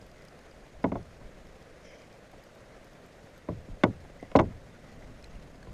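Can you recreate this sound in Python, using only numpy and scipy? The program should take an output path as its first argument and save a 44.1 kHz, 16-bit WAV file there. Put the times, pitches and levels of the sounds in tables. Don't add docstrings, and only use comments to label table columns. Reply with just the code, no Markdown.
import sys
import numpy as np
from scipy import signal
from scipy.fft import rfft, irfft, next_fast_len
from scipy.io import wavfile
from scipy.ndimage import uniform_filter1d

SR = 44100
rng = np.random.default_rng(int(sys.argv[2]) if len(sys.argv) > 2 else 0)


def unload_wav(signal):
    wavfile.write(
        sys.argv[1],
        SR,
        np.round(np.clip(np.atleast_2d(signal).T, -1, 1) * 32767).astype(np.int16),
    )


N = 252693

# (time [s], strength [dB], contact time [s], hull boom [dB], deck drumming [dB], rim clack [dB],
# ring length [factor], crack [dB])
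KNOCKS = [(0.8407, -18.5, 0.00047, 6, 8.5, 3, 0.92, -28), (.918, -24.5, .0009, 6.5, 7.5, 2, 0.79, -43),
          (0.955, -25, 0.0012, 5, -4, -0.5, 0.83, -34), (1.21, -41.5, 0.0014, 2, -3, -4, 0.72, -34),
          (2.333, -45.5, .00036, 14, -16, 0.5, 0.78, -26), (3.486, -21.5, 0.002, 4, -3.5, -6, 0.88, -42),
          (3.683, -43.5, 0.0014, 17.5, 7.5, -11, 0.56, -28),
          (3.8354, -8.5, 0.0002, -7, 3, -2.5, 0.86, -17.5),
          (4.049, -40, 0.0013, 10.5, -10.5, -1.5, 0.36, -25), (4.227, -32.5, 0.0012, -6, 1.5, -6, 0.33, -5),
          (4.253, -45, .0003, 0, -8, -15, 0.56, -17), (4.315, -36, 0.00046, -2.5, -10, -16, 0.81, -13),
          (4.353, -7.5, 0.0012, -2, -4.5, 6, 0.68, -36), (4.3613, -15, 0.00058, 3, -15, -8, 0.54, -6.5),
          (4.367, -22, 0.0019, 7, 3.5, 9.5, 1, -16.5), (4.3897, -8.5, 0.00055, 3.5, -11, -7, 0.54, -22),
          (4.396, -12.5, 0.00036, -3, 3, 3, 0.43, -9), (4.405, -18.5, 0.001, -17, 4.5, -1.5, 0.98, -30),
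          (4.503, -44, 0.0022, -2, -5, -4, 0.98, -28), (5.669, -38.5, 0.0014, 12, -12, -1, .99, -20.5)]
def hull():
    out, noises = np.zeros(N), rng.standard_normal((len(KNOCKS), SR // 2))
    for (start, *blow), noise in zip(KNOCKS, noises):
        add(out, start, knock(noise, *blow))
    return out


# (frequency [Hz], relative density [dB])
THUD = [(100, -26), (300, -2.5), (700, 11), (1100, -7.5), (1700, -8), (2600, -5), (5000, -36)]
CRACK = [(1500, -18), (2500, 8), (3500, 6.5), (4600, -4), (6000, -3.5), (9000, -19.5), (13000, -59),
         (16000, -45)]
def knock(noise, db, contact_s, boom_db, deck_db, rim_db, length, crack_db):
    t, f = np.arange(len(noise)) / SR, np.fft.rfftfreq(len(noise), 1 / SR)
    thud = burst(np.roll(noise, len(t) // 2), THUD, t60=0.029, rise=0.00086)
    response = 0.45 * hull_modes(t, length) + gain_of(-9) * shell(noise, t, f, length)
    response += gain_of(-5) * thud
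    force = 1 / (1 + 1j * f * contact_s) ** 2
    boom = 1 + (gain_of(boom_db) - 1) / (1 + 1j * f / 130) ** 2
    colour = boom * resonance(f, 245, 1.45, deck_db) * resonance(f, 834, 3.2, rim_db)
    body = irfft(rfft(response) * force * colour, len(t))
    momentum = 1 + contact_s / 0.001
    crack = burst(noise[::-1], CRACK, t60=0.029 * length ** 1.9)
    return gain_of(db) * (body * momentum + gain_of(crack_db) * crack)


# (frequency [Hz], relative level [dB], T60 before damping by the rod [s])
HULL_MODES = [(56.3, -30, 0.13), (85.5, -17.5, 0.38), (111.9, -19, 0.43), (173, -8, 0.15),
              (267.8, -2.5, 0.1), (355.3, -12.5, 0.1), (468, -19, 0.068), (571, -4.5, 0.066),
              (656, -9.5, 0.094), (743, -15.5, 0.068), (856, -11.5, 0.095), (999, -4.5, 0.063),
              (1097, -6, 0.048), (1262, -18, 0.062), (1475, -10, 0.051), (1990, -30, 0.042),
              (1956, -8.5, 0.036), (2164, -5, 0.039), (2750, -18, 0.013), (2990, -20.5, 0.048),
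              (3490, -10, 0.027), (4240, -28, 0.038), (5050, -26, 0.04)]
def hull_modes(t, length):
    hz, db, t60 = np.transpose(HULL_MODES)[:, :, None]
    polarity = (-1) ** np.arange(len(hz))[:, None]
    damping = length ** np.clip(np.log2(hz / 90), 0, 1)
    since_arrival = np.maximum(t - 0.0007 * np.sqrt(500 / hz), 0)
    return (polarity * gain_of(db) * ring(hz, t60 * damping, since_arrival, rise=0.6 / hz)).sum(0)


# (frequency [Hz], relative density [dB])
SHELL = [(29, -40), (50, -16), (278, 4.5), (486, -2.5), (991, -1.5), (1200, -7.5), (1980, -14.5),
         (5000, -52.5), (6500, -66), (11000, -120)]
# (frequency [Hz], T60 before damping by the rod [s])
SHELL_T60 = [(60, 0.81), (210, 0.18), (560, 0.16), (1470, 0.065), (4000, 0.042), (12000, 0.026)]
def shell(noise, t, f, length):
    hz = np.geomspace(60, 5000, num=14)[:, None]
    filter_bank = np.maximum(1 - abs(np.log((f + 1) / hz)) / np.log(hz[1] / hz[0]), 0)
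    bands = irfft(rfft(coloured(noise, SHELL)) * filter_bank, len(t))
    swell = 1 - np.exp(-t * hz / 2)
    decay = gain_of(-60 * t / (length * at_frequency(SHELL_T60, hz)))
    return (bands * swell * decay).sum(0)


# (time [s], lower mode level [dB], upper mode level [dB])
TICKS = [(0.0144, -45.5, -79), (0.0638, -61, -60), (0.1141, -49, -63), (0.1815, -54, -80),
         (0.2209, -51, -70), (0.2503, -51, -62), (0.2835, -41.5, -68), (0.391, -55, -79),
         (0.5117, -45, -81), (0.8305, -44, -74), (1.0276, -49, -79), (1.4696, -54, -64), (1.6257, -53, -81),
         (2.0178, -49, -81), (2.1271, -52, -81), (2.3151, -59, -61), (2.4374, -47, -57), (2.551, -61, -61),
         (2.8439, -54, -59), (2.9317, -56, -63), (3.0614, -61, -59), (3.3777, -62, -56), (4.0033, -59, -84),
         (4.9167, -58, -80), (5.4251, -54, -78), (5.5563, -52, -80)]
# (frequency [Hz], T60 [s])
PAWL_MODES = [(4950, 0.012), (12200, 0.02)]
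# (frequency [Hz], relative density [dB])
CLICK = [(1000, -29), (2500, -1), (5000, 3), (9000, -8), (13000, -19), (16000, -15)]
def reel_ticks():
    out, t = np.zeros(N), np.arange(2000) / SR
    for (start, *levels_db), noise in zip(TICKS, rng.standard_normal((len(TICKS), len(t)))):
        for db, (hz, t60) in zip(levels_db, PAWL_MODES):
            add(out, start, gain_of(db) * ring(hz, t60, t, rise=0.0013))
        add(out, start, gain_of(-56) * burst(noise, CLICK, t60=0.016))
    return out


# (time [s], duration [s], level [dB])
CHAFES = [(1.853, 0.19, -61), (2.117, .03, -65)]
# (frequency [Hz], half width [Hz], relative level [dB])
REEL_MODES = [(550, 120, 5.5), (2200, 230, 1), (3140, 120, -7.5), (5000, 100, -7), (5480, 70, -5),
              (6000, 110, -5), (6330, 87, -17), (6870, 100, -14)]
def reel_chafe():
    out, size = np.zeros(N), next_fast_len(N, real=True)
    f, pressure = np.fft.rfftfreq(size, 1 / SR), strokes(CHAFES)
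    start, duration, _ = CHAFES[0]
    dulling_db = -3 - 30 * np.clip(np.arange(N) / SR - start, 0, duration)
    for hz, width, db in REEL_MODES:
        grip = unit_rms(gain_of(2.1 * wander(N, 900)))
        band = irfft(rfft(rng.standard_normal(size)) / (1 + ((f - hz) / width) ** 2), size)[:N]
        out += unit_rms(band) * grip * gain_of(db + (hz > 4000) * dulling_db) * pressure
    return out


# (time [s], duration [s], level [dB])
RUBS = [(.165, 0.086, -58.5), (4.2, 0.031, -62), (4.25, 0.014, -56.5), (4.83, .21, -64)]
# (frequency [Hz], relative density [dB])
SLEEVE = [(500, -34), (1400, -23), (2000, 14), (2700, -23), (6000, -12), (10000, -52), (16000, -60)]
def sleeve():
    slips = rng.standard_normal(N) * gain_of(5.4 * wander(N, 200))
    return coloured(slips, SLEEVE) * strokes(RUBS)


# (time [s], level [dB], frequency [Hz])
DROPS = [(.251, -42.5, 9100), (4.21, -47, 8550), (4.228, -50, 8600), (4.361, -33.5, 9100),
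         (4.368, -31, 5450), (4.414, -44, 6540), (4.728, -52, 3560), (4.925, -50, 4300), (5.226, -43, 5300),
         (5.24, -43.5, 2500), (5.243, -38, 4120), (5.243, -44, 6100), (5.28, -50, 2680), (5.31, -51, 4900),
         (5.355, -46, 2800), (5.4, -53, 6050), (5.629, -46, 4340), (5.628, -44.5, 1640)]
def drops():
    out, t = np.zeros(N), np.arange(3000) / SR
    for (start, db, hz), noise in zip(DROPS, rng.standard_normal((len(DROPS), len(t)))):
        blip = ring(hz, 48 / hz, t, rise=0.0011)
        edge = gain_of(-7) * burst(noise, CLICK, t60=0.0086)
        add(out, start, gain_of(db) * (blip + edge))
    return out


# (frequency [Hz], relative density [dB])
LAKE = [(35, -41), (60, -4), (95, 0), (178, -0.5), (355, -5), (526, -0.5), (564, -16), (605, -0.5),
        (855, -12), (1960, -12.5), (2910, -20), (6530, -26.5), (11400, -37), (12500, -38.5), (15000, -43.5)]
LAPPING = [(60, -35), (120, -1.5), (180, -5.5), (260, -6), (400, -37), (800, -62)]
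# (time [s], level [dB])
LAPPING_LEVEL = [(0, -61), (1.3, -70), (2.6, -76), (3.7, -62), (4.2, -61.5), (5, -55), (5.73, -58)]
def water():
    hiss = patchy(LAKE, patch_db=0.96, flicker_db=0.96, size=512) * gain_of(-53.5)
    return hiss + patchy(LAPPING, patch_db=0.52, flicker_db=1.5, size=1024) * curve(LAPPING_LEVEL)


# (frequency [Hz], relative density [dB])
RUMBLE = [(8, -33), (25, 6.5), (60, -5), (120, -17.5), (200, -15.5), (320, -34.5), (600, -47), (1000, -87)]
# (time [s], level [dB])
BREEZE = [(0, -55), (.35, -62), (.55, -58.5), (1.1, -57), (1.55, -55.5), (1.8, -59.5), (2.3, -63),
          (3.3, -63), (3.6, -60), (4.1, -54.5), (4.6, -57), (4.75, -65), (5.0, -54), (5.2, -51), (5.5, -55),
          (5.73, -46.5)]
BUFFETS = [(.77, -58), (1.26, -47.5), (1.37, -62), (3.59, -52), (3.73, -42.5), (5.08, -46), (5.27, -49),
           (5.38, -47), (5.72, -59)]
def rumble():
    t, buffet_s = np.arange(N) / SR, 0.019
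    level = curve(BREEZE) + sum(gain_of(db) * np.exp(-0.5 * ((t - s) / buffet_s) ** 2) for s, db in BUFFETS)
    shudder = gain_of(-27.5) * envelope(t[:SR // 2], t60=0.35, rise=0.033)
    for start, db, _, boom_db, *_ in KNOCKS:
        add(level, start, gain_of(db + boom_db) * shudder)
    return patchy(RUMBLE, patch_db=1.05, flicker_db=1.3, size=2048) * level


def gain_of(db):
    return 10 ** (np.asarray(db) / 20)


def unit_rms(x):
    return x / np.sqrt(np.mean(x ** 2) + 1e-20)


def at_frequency(table, hz):
    f, value = np.transpose(table)
    return np.interp(np.log(hz + 1), np.log(f + 1), value)


def curve(table):
    times, db = np.transpose(table)
    return gain_of(np.interp(np.arange(N) / SR, times, db, -200, -200))


def add(mix, start, sound):
    part = mix[round(start * SR):][:len(sound)]
    part += sound[:len(part)]


def coloured(noise, spectrum):
    f = np.fft.rfftfreq(len(noise), 1 / SR)
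    return unit_rms(irfft(rfft(noise) * gain_of(at_frequency(spectrum, f)), len(noise)))


def wander(count, span):
    return unit_rms(uniform_filter1d(rng.standard_normal(count), span))


def patchy(spectrum, patch_db, flicker_db, size):
    frames, hz = 4 * N // size + 5, np.fft.rfftfreq(size, 1 / SR)
    real, imag, patches = rng.standard_normal((frames, len(hz), 3)).T
    patches = unit_rms(uniform_filter1d(uniform_filter1d(patches, size=10, axis=0), size=8, axis=1))
    db = at_frequency(spectrum, hz)[:, None] + patch_db * patches + flicker_db * wander(frames, 4)
    spectra = (real + 1j * imag) * gain_of(db)
    return unit_rms(signal.istft(spectra, nperseg=size, noverlap=3 * size // 4)[1][:N])


def envelope(t, t60, rise):
    return gain_of(-60 * t / t60) * (1 - np.exp(-t / rise))


def ring(hz, t60, t, rise):
    return np.sin(2 * np.pi * hz * t) * envelope(t, t60, rise)


def burst(noise, spectrum, t60, rise=0.00078):
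    return coloured(noise, spectrum) * envelope(np.arange(len(noise)) / SR, t60, rise)


def strokes(table, attack_s=0.02, sag_db=-3, release_s=0.033):
    pressure = np.zeros(N)
    for start, duration, db in table:
        t = np.arange(N) / SR - start
        gate = np.clip(1 + t / attack_s, 0, 1) * np.clip(1 - (t - duration) / release_s, 0, 1)
        pressure += gain_of(db + sag_db * np.clip(t / duration, 0, 1)) * gate
    return pressure


def resonance(f, hz, q, db):
    return 1 + (gain_of(db) - 1) / (1 + 1j * q * (f / hz - hz / (f + 1)))


def scene():
    return (hull() + reel_ticks() + reel_chafe() + sleeve() + drops() + water() + rumble())[None]


# (frequency [Hz], Q [1], gain [dB])
HOUSING_MODES = [(6600, 18, 2.5), (9500, 7., 1.5)]
def record(dry):
    f = np.fft.rfftfreq(N, 1 / SR)
    cavity = np.prod([resonance(f, *mode) for mode in HOUSING_MODES], axis=0)
    lowpass = signal.firwin(511, cutoff=15050, window=("kaiser", 9), fs=SR)
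    return signal.oaconvolve(irfft(rfft(dry) * cavity, N), lowpass[None], "same")


dry = scene()
out = record(dry)
unload_wav(out)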